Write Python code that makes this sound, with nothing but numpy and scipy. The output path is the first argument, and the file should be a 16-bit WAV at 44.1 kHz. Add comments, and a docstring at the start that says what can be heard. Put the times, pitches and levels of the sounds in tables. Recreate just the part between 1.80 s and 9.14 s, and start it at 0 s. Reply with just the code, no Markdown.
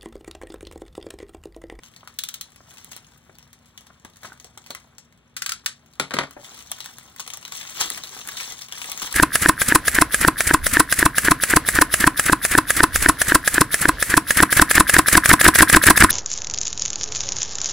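"""A knife ratchets out, plastic film nicks and rustles, the knife ratchets back and clatters down; then film crackles.
The place is a paper-covered table in a small room, where two hands open the wrap of a bundle of small bags.
Noise bursts make knife and creases, ringing modes the table, and flipping facets and air pockets the film.
A camera with two closely spaced microphone ports stands near: they hear partly alike sound, apart in phase and level.
A low steady noise and a faint hum lie behind everything."""
import sys
import numpy as np
from scipy import signal
from scipy.fft import rfft, irfft, next_fast_len
from scipy.io import wavfile
from scipy.ndimage import uniform_filter1d

SR = 44100
rng = np.random.default_rng(int(sys.argv[2]) if len(sys.argv) > 2 else 0)


def to_wav(sig):
    """Store sig (one row per channel, or 1-D mono) as 16-bit WAV at the path in sys.argv[1].

    Samples outside -1..1 are clipped; the rate is SR.
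    """
    pcm = np.clip(np.atleast_2d(sig), -1, 1) * 32767
    pcm = np.round(pcm).astype(np.int16)
    wavfile.write(sys.argv[1], SR, pcm.T)  # frames by channels


N = 323694
TIME = np.arange(N) / SR  # [s]

# All levels are relative: colours are scaled to unit energy and scene() balances the layers.
# Background noise colour: (frequency [Hz], level [dB])
HUM_COLOUR = [(30, -41), (60, 2.5), (90, -2), (140, 1.5), (240, -6.5), (380, -15), (1150, -18.5),
              (2400, -19.5), (3600, -20.5), (8000, -59), (15500, -51)]
# Decay of the small room: (frequency [Hz], t60 [s])
ROOM_DECAY = [(150, 0.26), (1400, 0.18), (4000, 0.21), (9000, 0.17), (16000, 0.074)]
# Ringing of the table top: (frequency [Hz], level [dB], t60 [s])
TABLE_MODES = [(142, -2, 0.29), (183, -2, 0.27), (274, -0.5, 0.33), (392, 3.5, 0.17), (452, -2, 0.25),
               (553, -7, 0.2), (616, -6.5, 0.13)]
# Knife handle hits the table and rocks:
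# (time [s], clack level [dB], rattle decay [s], treble tilt [dB per octave], table thump level [dB])
KNOCKS = [(4.1976, -7, 0.0023, 2.5, -9), (4.308, -19, 0.00096, -3.5, -38), (4.317, -24, 0.0031, -10, -33),
          (4.3366, -20.5, 0.0047, 1.5, -26), (4.3387, -18, 0.0047, 1.5, -5.5),
          (4.367, -14.5, 0.0014, -7, -21), (4.3867, -5, 0.0015, -4, -10.5), (4.408, -19, 0.0025, -10, -22),
          (4.434, -23.5, 0.0039, -6.5, -30)]
# Colour of the clacks: (frequency [Hz], level [dB])
KNOCK_COLOUR = [(200, -10.5), (560, -4), (900, -4), (1450, 1.5), (1720, -4), (2050, 0), (2600, -7),
                (3700, -6.5), (8000, -14), (15800, -25)]
# Slider snaps over one notch as the blade goes out: (time [s], level [dB], chatter decay [s])
BLADE_OUT = [(0.387, -10.5, 0.0016), (0.436, -12, 0.0015), (0.4865, -18, 0.0029), (0.54, -19, 0.0029),
             (0.61, -16, 0.0015)]
# The same as the blade goes back in: (time [s], level [dB], chatter decay [s])
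BLADE_IN = [(3.565, -23, 0.0075), (3.62, -13.5, 0.0015), (3.661, -14.5, 0.0023), (3.692, -13.5, 0.0016),
            (3.719, -14, 0.0018), (3.86, -8.5, 0.0016)]
# Colour of the outward notches: (frequency [Hz], level [dB])
OUT_COLOUR = [(500, -32), (900, -23), (1300, -11.5), (2000, -10.5), (2700, -6.5), (3400, -1), (4100, -2),
              (4800, -8.5), (6000, -2.5), (8000, -6), (11000, -11), (13500, -4.5), (15800, -4.5)]
# Colour of the inward notches: (frequency [Hz], level [dB])
IN_COLOUR = [(500, -24.5), (900, -20), (1300, -0.5), (1800, -4), (3600, -4.5), (6000, -2.5), (8000, -3.5),
             (10500, -12.5), (13500, -7), (15800, -12)]
# Blade or fingers bump the bundle:
# (time [s], level [dB], hollow resonance [Hz], settling decay [s], dull thud relative to level [dB])
BUMPS = [(0.231, -39, 1150, 0.0016, -18), (0.805, -41.5, 1140, 0.0016, -17), (1.495, -42.5, 714, 0.0012, 2),
         (2.103, -40.5, 1340, 0.0015, -23), (2.2492, -39, 338, 0.0016, 8), (2.52, -35, 1460, 0.0019, -31),
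         (2.646, -45.5, 645, 0.005, -16), (2.774, -37.5, 1270, 0.0025, -24), (2.904, -40.5, 710, 0.006, 5),
         (4.565, -37, 710, .009, -5), (6.011, -25, 1240, 0.0032, -14), (7.225, -41, 280, 0.0097, -10)]
# Dull colour of thuds and rubbing: (frequency [Hz], level [dB])
THUD_COLOUR = [(100, -7), (280, 1), (450, -3), (1200, 1), (2200, -4), (5000, -43)]
# Changing hold on the wrap: light while cutting, slight as the knife is put away, then firmer in surges:
# (time [s], effort [dB])
GRIP = [(0, -65), (1.35, -63.5), (1.65, -68), (3.0, -65.5), (3.35, -76), (4.1, -66.5), (4.56, -63.5),
        (4.65, -57.5), (5.28, -55.5), (5.68, -52), (5.95, -41.5), (6.22, -54.5), (6.7, -40.5), (6.9, -51.5),
        (7.05, -52), (7.34, -50.5)]
# A hand shifts, pinches or pulls the film:
# (start [s], length [s], effort [dB], rubbing on the bundle relative to effort [dB])
STROKES = [(0.883, 0.29, -55.5, -2.5), (4.626, 0.18, -49.5, -7), (4.878, 0.23, -52, -12),
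           (5.742, 0.062, -40, -34), (6.045, 0.14, -41.5, -5.5), (6.246, 0.15, -43.5, -9),
           (6.469, 0.018, -40, -9), (6.577, 0.091, -38.5, -23), (6.94, 0.24, -41.5, -13),
           (7.224, 0.027, -34, -9), (7.319, 0.022, -41, -23)]
# Swishes: the blade scrapes along the wrap, then the bundle drops:
# (time of greatest level [s], level [dB], swell constant [s], fade constant [s], rubbing relative to level [dB])
SWISHES = [(2.452, -43.5, 0.017, 0.022, -1.5), (6.008, -23.5, 0.0096, 0.022, -20)]
# Creases buckle, faint to loud: (time [s], level [dB], treble sting relative to level [dB])
CRACKLES = [(0.034, -30, -25), (0.162, -30.5, -23), (0.274, -25, -23), (0.76, -37, 1), (0.939, -41, 1),
            (0.982, -27.5, -17), (1.045, -30, 4.5), (1.119, -23.5, -5), (1.131, -29, -8),
            (1.164, -25, -1.5), (1.585, -35, 2), (1.73, -31.5, -6), (1.976, -25, -14), (2.008, -34, -8),
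            (2.068, -33.5, -10), (2.248, -27.5, -43), (2.369, -36, -1), (2.432, -26, -14),
            (2.53, -34.5, -24), (2.599, -31.5, -7), (2.644, -28.5, -15), (2.775, -26, -18),
            (2.862, -27.5, -20), (2.905, -18, -7), (2.949, -20.5, -7), (3.182, -27.5, -12),
            (4.509, -29.5, -3), (4.79, -29, -19), (4.916, -13, 0.5), (4.985, -28, -9), (5.004, -19.5, -13),
            (5.043, -24.5, -15), (5.059, -20, -3), (5.184, -28, 1.5), (5.362, -32, 6), (5.396, -16, -21),
            (5.401, -15, -14), (5.476, -19, -26), (5.502, -20.5, -8), (5.535, -18, -10), (5.572, -27, 4),
            (5.651, -21, -11), (5.679, -25, -3.5), (5.721, -16, -26), (5.771, -30, 7), (5.971, -21, -16),
            (6.011, -7, -23), (6.102, -18, 8), (6.109, -34, 7), (6.177, -20.5, -4), (6.236, -19, -7),
            (6.474, -23, 4), (6.487, -15.5, -5.5), (6.5725, -18, -19), (6.608, -19, -13), (6.669, -30, -19),
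            (6.722, -22, -4), (6.819, -20.5, -14), (6.923, -17, -8), (7.016, -17.5, -15),
            (7.098, -22.5, -2), (7.117, -17, 4), (7.175, -17.5, -2), (7.219, -12.5, -9), (7.27, -24, 1.5),
            (7.326, -19.5, 4)]
# Colour of the film: (frequency [Hz], level [dB])
FILM_COLOUR = [(550, -13.5), (1200, -5), (1650, -8), (2050, -1), (2600, -2.5), (3500, -0.5), (4400, -2.5),
               (4900, -5.5), (5600, 2), (8000, -3.5), (10500, -10.5), (13000, -6), (15500, -8.5)]
# Thin top of a snap: (frequency [Hz], level [dB])
STING_COLOUR = [(5000, -8.5), (9000, 4), (14000, 2)]
# Likeness of the two microphone ports: (frequency [Hz], likeness [0 to 1])
PORT_LIKENESS = [(100, .98), (170, .95), (270, .76), (550, .68), (1300, .85), (2300, .7), (5000, .78),
                 (7500, .35), (12500, .96), (16000, .9)]
# Phase by which the left port leads: (frequency [Hz], lead [rad])
PORT_LEAD = [(100, 0), (520, -.6), (1100, -.1), (1600, .6), (2400, 2.6), (3500, 5.5), (4300, 7),
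             (5000, 9.2), (7300, 10), (8700, 12.7), (13500, 16.2), (15500, 18.7)]
# Left port relative to the right: (frequency [Hz], level [dB])
PORT_BALANCE = [(60, .7), (280, 3.5), (600, 1.5), (1200, 2.6), (4500, 2.7), (5800, 4.5), (9000, 4.2),
                (11000, .5)]

HUM_DB, HUM_LINE_HZ, HUM_LINE_DB = -57.5, 237, -67.5  # background noise, and a faint hum at rms level
EDGE_HZ = 16200  # upper band limit
ROOM_HOLD_S = 0.045  # time between changes of the room's reflections
# Centres and widths of the table's dip and rebound after a landing
DIP_S, DIP_WIDTH_S, REBOUND_S, REBOUND_WIDTH_S = 0.0039, 0.001, 0.00773, 0.00098
STROKE_ATTACK_S, STROKE_RELEASE_S = 0.041, 0.028  # the film takes up the strain, then relaxes
FIRM_DB = -40  # effort of a firm grip
GRIP_RUB_DB, GRIP_RUB_SLOPE = -53, 0.42  # rubbing at a firm grip, and its dB per dB of effort
POCKET_HZ = 840, 1860  # largest and smallest air pockets under the film
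PUCKER_PER_S, PUCKER_SPREAD_DB, PUCKER_DB = 60, 13, -13  # rate, scale of size spread, level relative to effort
# Chance creases at firm effort: rate, level, sting relative to level, and the spread of both levels
SMALL_PER_S, SMALL_DB, SMALL_STING_DB, SMALL_SPREAD_DB = 24, -29, -9, 4
SMALL_RATE_POWER, SMALL_DB_SLOPE = 0.22, 0.5  # a gentler hand makes them rarer and softer


def amp(db):
    """Turns decibels into gain."""
    return 10 ** (np.asarray(db) / 20)


def read(points, hz):
    """Reads a spectrum joined by straight lines over log frequency."""
    f, value = np.transpose(points)
    return np.interp(np.log(hz + 1), np.log(f + 1), value)


def evened(x):
    """Scales to rms 1."""
    return x / np.sqrt(np.mean(x ** 2) + 1e-20)


def levelled(x, width_hz=420):
    """Evens out the broad peaks and dips of a short noise's spectrum, keeping its energy."""
    size = x.shape[1]
    spectrum = rfft(x, 2 * size, axis=1)
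    width = max(round(2 * size * width_hz / SR), 1)
    power = uniform_filter1d(abs(spectrum) ** 2, width, axis=1)
    flat = irfft(spectrum / np.sqrt(abs(power) + 1e-12), axis=1)[:, :size]
    return flat * np.linalg.norm(x, axis=1, keepdims=True) / np.linalg.norm(flat, axis=1, keepdims=True)


def add(mix, s, sound):
    """Mixes a sound in at time s."""
    part = mix[:, max(round(s * SR), 0):][:, :sound.shape[1]]
    part += sound[:, :part.shape[1]]


def colour(x, points, tilt_db=0, size=4096):
    """Filters causally with unit energy, falling away below the lowest point and above the band limit."""
    hz = abs(np.fft.fftfreq(size, 1 / SR))
    lowest_hz = points[0][0]
    gain = amp(read(points, hz) + tilt_db * np.log2(1 + hz / lowest_hz / 20))
    low_cut = np.hypot(1, (lowest_hz / (2 * hz + 1)) ** 2)
    high_cut = np.hypot(1, (hz / EDGE_HZ) ** 20)
    gain = evened(gain / low_cut / high_cut)
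    # minimum phase: the filter's energy comes as early as it can
    taps = np.fft.ifft(np.exp(np.conj(signal.hilbert(np.log(gain + 1e-5))))).real
    return signal.oaconvolve(x, taps[None, :size // 2], axes=1)[:, :N]


def burst(decay_s, size=2600):
    """Makes a cluster of tiny impacts as noise that dies away from rms 1."""
    shape = np.exp(-np.arange(size) / SR / max(decay_s, 1e-4))
    noise = rng.standard_normal((2, size)) * shape
    return noise * np.linalg.norm(shape) / np.linalg.norm(noise, axis=1, keepdims=True)


def snap(decay_s, crack_db):
    """A sharp crack in the wave shared by both ports, with a burst around it."""
    sound = burst(decay_s)
    sound[0, 1] += amp(crack_db)
    return levelled(sound)


def hollow(hz, size=600):
    """A pocket of air rings for a few cycles, with unit energy."""
    cycles = hz * TIME[:size]
    ring = np.sin(2 * np.pi * cycles) * np.exp(-cycles)
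    return ring[None] / np.linalg.norm(ring)


def background_hum():
    """Low coloured noise in the room, and a faint steady sine hum."""
    hum = np.sqrt(2) * amp(HUM_LINE_DB) * np.sin(2 * np.pi * HUM_LINE_HZ * TIME)
    return amp(HUM_DB) * colour(rng.standard_normal((2, N)), HUM_COLOUR) + hum


def room(x, wet_db, near_db, count=7, size=16000):
    """Quick scatter off table and hands, then a short tail; the pattern steps in a cycle for moving hands."""
    out, age = np.zeros((2, N)), TIME[:size]
    pose = TIME // ROOM_HOLD_S % count
    for k in range(count):
        taps = rng.standard_normal((2, size)) * (rng.random(size) < .2)
        hz, t, z = signal.stft(taps, SR, nperseg=256)
        decay = amp(-60 * t / read(ROOM_DECAY, hz)[:, None])
        tail = signal.istft(z * decay, SR, nperseg=256)[1][:, :size]
        tail *= np.clip(age / 0.0022 - 1, 0, 1)
        near = taps * np.exp(-age / 0.0018) * (age > .0006)
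        early = levelled((age == 0) + amp(near_db) * near / np.linalg.norm(near[0]))
        echo = early + amp(wet_db) * tail / np.linalg.norm(tail[0])
        echo = signal.lfilter([.9, .1], [1], echo)  # paper and cloth soak up the top treble
        out += signal.oaconvolve(x * (pose == k), echo, axes=1)[:, :N]
    return out


def push(at_s, width_s, t):
    """The air moved by one dip and recovery of the table top."""
    u = (t - at_s) / width_s
    return (1 - 2 * u ** 2) * np.exp(-u ** 2)


def thumps(push_db, rebound_db, ring_db, size=13000):
    """Under each landing the table top answers alike: it dips, rebounds and rings on."""
    out, t = np.zeros((2, N)), TIME[:size]
    ring = sum(amp(db - 60 * t / t60) * np.sin(2 * np.pi * hz * t) for hz, db, t60 in TABLE_MODES)
    thump = amp(push_db) * push(DIP_S, DIP_WIDTH_S, t)
    thump += amp(rebound_db) * push(REBOUND_S, REBOUND_WIDTH_S, t)
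    thump += amp(ring_db) * ring * np.minimum(t / REBOUND_S, 1)
    for s, *_, thump_db in KNOCKS:
        add(out, s, amp(thump_db) * np.array([thump, 0 * thump]))
    return out


def knocks(clack_db):
    """The handle lands end by end, each landing a crack and a brief rattle."""
    out = np.zeros((2, N))
    for s, db, rattle_s, tilt_db, _ in KNOCKS:
        clack = snap(rattle_s, 7)
        add(out, s + 0.0005, amp(db + clack_db) * colour(clack, KNOCK_COLOUR, tilt_db))
    return out


def ratchet(rows, points, level_db):
    """Each notch gives a hard snap and a brief chatter of the blade in its track."""
    out = np.zeros((2, N))
    for s, db, chatter_s in rows:
        notch = levelled(amp(-11.5) * snap(0.0023, 1.4) + amp(1.0) * burst(chatter_s))
        add(out, s + 0.00065, amp(db + level_db) * colour(notch, points))
    return out


def bumps(ring_db):
    """The packed bags shift under a bump: a dull thud and a hollow ring fade as they settle."""
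    out = np.zeros((2, N))
    for s, db, hz, settle_s, dull_db in BUMPS:
        shift = levelled(burst(settle_s))
        add(out, s, amp(db + ring_db) * signal.fftconvolve(shift, hollow(hz), axes=1))
        add(out, s, amp(db + dull_db) * colour(shift, THUD_COLOUR))
    return out


def hands():
    """Gains for effort and rubbing: a changing grip plus strokes that rise, hold and relax."""
    grip_db = np.interp(TIME, *np.transpose(GRIP))
    work = amp(grip_db)
    rub = amp(GRIP_RUB_DB + GRIP_RUB_SLOPE * (grip_db - FIRM_DB))
    for start, length, db, rub_db in STROKES:
        rise = np.clip(1 + (TIME - start) / STROKE_ATTACK_S, 0, 1)
        relax = np.exp(-np.clip(TIME - start - length, 0, 1) / STROKE_RELEASE_S)
        stroke = amp(db) * rise * relax
        work, rub = np.hypot(work, stroke), np.hypot(rub, amp(rub_db) * stroke)
    return work, rub


def puckers(count=12):
    """Broad panels of film pop in and out, each over its own pocket of air."""
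    size_db = PUCKER_SPREAD_DB * np.minimum(rng.exponential(1, N), 2)
    pops = (rng.random(N) < PUCKER_PER_S / SR) * amp(size_db)
    pops = pops * rng.choice([-1, 1], (2, N))
    panel = rng.integers(0, count, N)
    out = np.zeros((2, N))
    for k, hz in enumerate(np.geomspace(*POCKET_HZ, count)):
        out += signal.oaconvolve(pops * (panel == k), hollow(hz), axes=1)[:, :N]
    return evened(out)


def crinkle(per_s, spread_db, count=30, size=256):
    """Facets of film flip in little avalanches, each ringing for a few cycles; small flips are commonest."""
    out, t = np.zeros((2, N)), TIME[:size]
    clumps = amp(4 * evened(uniform_filter1d(rng.standard_normal(N), 350)))
    flipping = rng.random(N) < per_s * clumps / clumps.mean() / SR
    flip_size = amp(spread_db * np.minimum(rng.exponential(1, N), 2.8))
    flips = flipping * flip_size * rng.choice([-1, 1], N)
    # flips close in time ring at similar pitches, so the colour shifts from patch to patch
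    patch = np.repeat(rng.random(N // size + 1), size)[:N]
    kind = ((patch + .35 * rng.random(N)) * count).astype(int) % count
    for k, hz in enumerate(np.linspace(900, 15500, count)):
        ring = np.sin(2 * np.pi * (hz * t + rng.random((2, 1)))) * np.exp(-t / 0.00049)
        facet = evened(ring) + 1.12 * evened(burst(0.00054, size=size))
        out += signal.oaconvolve((flips * (kind == k))[None], facet, axes=1)[:, :N]
    return evened(out)


def rustle(work, body, crinkle_db, slide_db, rub_db):
    """Handling drives crinkles, a hiss of film and a dull rubbing; harder work flips more facets."""
    swish, press = np.zeros(N), np.zeros(N)
    for at, db, swell_s, fade_s, low_db in SWISHES:
        stroke = amp(db) * np.exp(-abs(TIME - at) / np.where(TIME < at, swell_s, fade_s))
        swish += stroke
        press += amp(low_db) * stroke
    per_s = 170 * (work / work.max()) ** .38
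    steady = np.sqrt(per_s.mean() / per_s)  # keeps the power in step with the work
    ticks = colour(amp(crinkle_db) * work * steady * crinkle(per_s, 3.6), FILM_COLOUR, 0.77)
    hiss = colour((amp(slide_db) * work + swish) * crinkle(4000, 4.8), FILM_COLOUR, -0.13)
    rubbing = colour((amp(rub_db) * body + press) * crinkle(900, 5.5), THUD_COLOUR)
    return ticks + hiss + rubbing


def small_creases(work):
    """Creases give way by chance, more often and louder with effort; gives rows like CRACKLES."""
    firmness = work / amp(FIRM_DB)
    at = np.flatnonzero(rng.random(N) < SMALL_PER_S * firmness ** SMALL_RATE_POWER / SR)
    size_db, sting_db = SMALL_SPREAD_DB * rng.standard_normal((N, 2))[at].T
    level_db = SMALL_DB + SMALL_DB_SLOPE * 20 * np.log10(firmness[at]) + size_db
    return list(zip(TIME[at], level_db, SMALL_STING_DB + sting_db))


def crackles(rows, snap_db, facet_db, pocket_db, sting_db):
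    """Creases snap, each ringing a facet and the air pocket under it; gives snaps and thin treble stings."""
    snaps, stings = np.zeros((2, N)), np.zeros((2, N))
    for s, db, treble_db in rows:
        sound = snap(0.00071, 1.7) + amp(-12.0) * burst(0.0066)
        t, facet_hz = TIME[:sound.shape[1]], 1200 * 10 ** rng.random()
        sound[0] += amp(facet_db) * np.sin(2 * np.pi * facet_hz * t) * np.exp(-t / 0.00086)
        add(sound, 0, amp(pocket_db) * hollow(rng.uniform(*POCKET_HZ)))
        add(snaps, s + .0007, amp(db) * sound)
        add(stings, s + 0.0005, amp(db + treble_db) * burst(0.00031))
    return amp(snap_db) * colour(snaps, FILM_COLOUR), amp(sting_db) * colour(stings, STING_COLOUR)


def scene():
    """Sets knife and film in the room over its background; table thumps and stings arrive without reflections."""
    background = background_hum()
    table = thumps(push_db=-12.5, rebound_db=-13, ring_db=-26)
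    knife = knocks(clack_db=-1.5)
    knife += ratchet(BLADE_OUT, OUT_COLOUR, -4.5) + ratchet(BLADE_IN, IN_COLOUR, -1.44)
    work, rub = hands()
    wrap = rustle(work, rub, crinkle_db=-2.0, slide_db=-1.5, rub_db=-3.0)
    wrap += amp(PUCKER_DB) * work * puckers()
    creases = CRACKLES + small_creases(work)
    snaps, stings = crackles(creases, snap_db=-4.5, facet_db=-1.0, pocket_db=-1.0, sting_db=3.5)
    film = room(wrap, wet_db=-4.5, near_db=-1)
    film += room(snaps + bumps(ring_db=0.5), wet_db=-5, near_db=-2)
    return background + table + room(knife, wet_db=-5.5, near_db=-2.5) + film + stings


def record(dry):
    """Row 0 is the left port's wave; the right port hears it blended with row 1, shifted and scaled."""
    size = next_fast_len(N + 4096)
    left, other = rfft(dry, size, axis=1)
    hz = np.fft.rfftfreq(size, 1 / SR)
    same = np.clip(read(PORT_LIKENESS, hz), -1, 1)
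    blend = same * left + np.sqrt(1 - same ** 2) * other
    right = blend * np.exp(-1j * read(PORT_LEAD, hz)) / amp(read(PORT_BALANCE, hz))
    ports = irfft(np.array([left, right]), size, axis=1)[:, :N]
    band_limit = signal.firwin(201, EDGE_HZ, window=("kaiser", 9), fs=SR)
    return signal.oaconvolve(ports, band_limit[None], "same")


dry = scene()
out = record(dry)
to_wav(out)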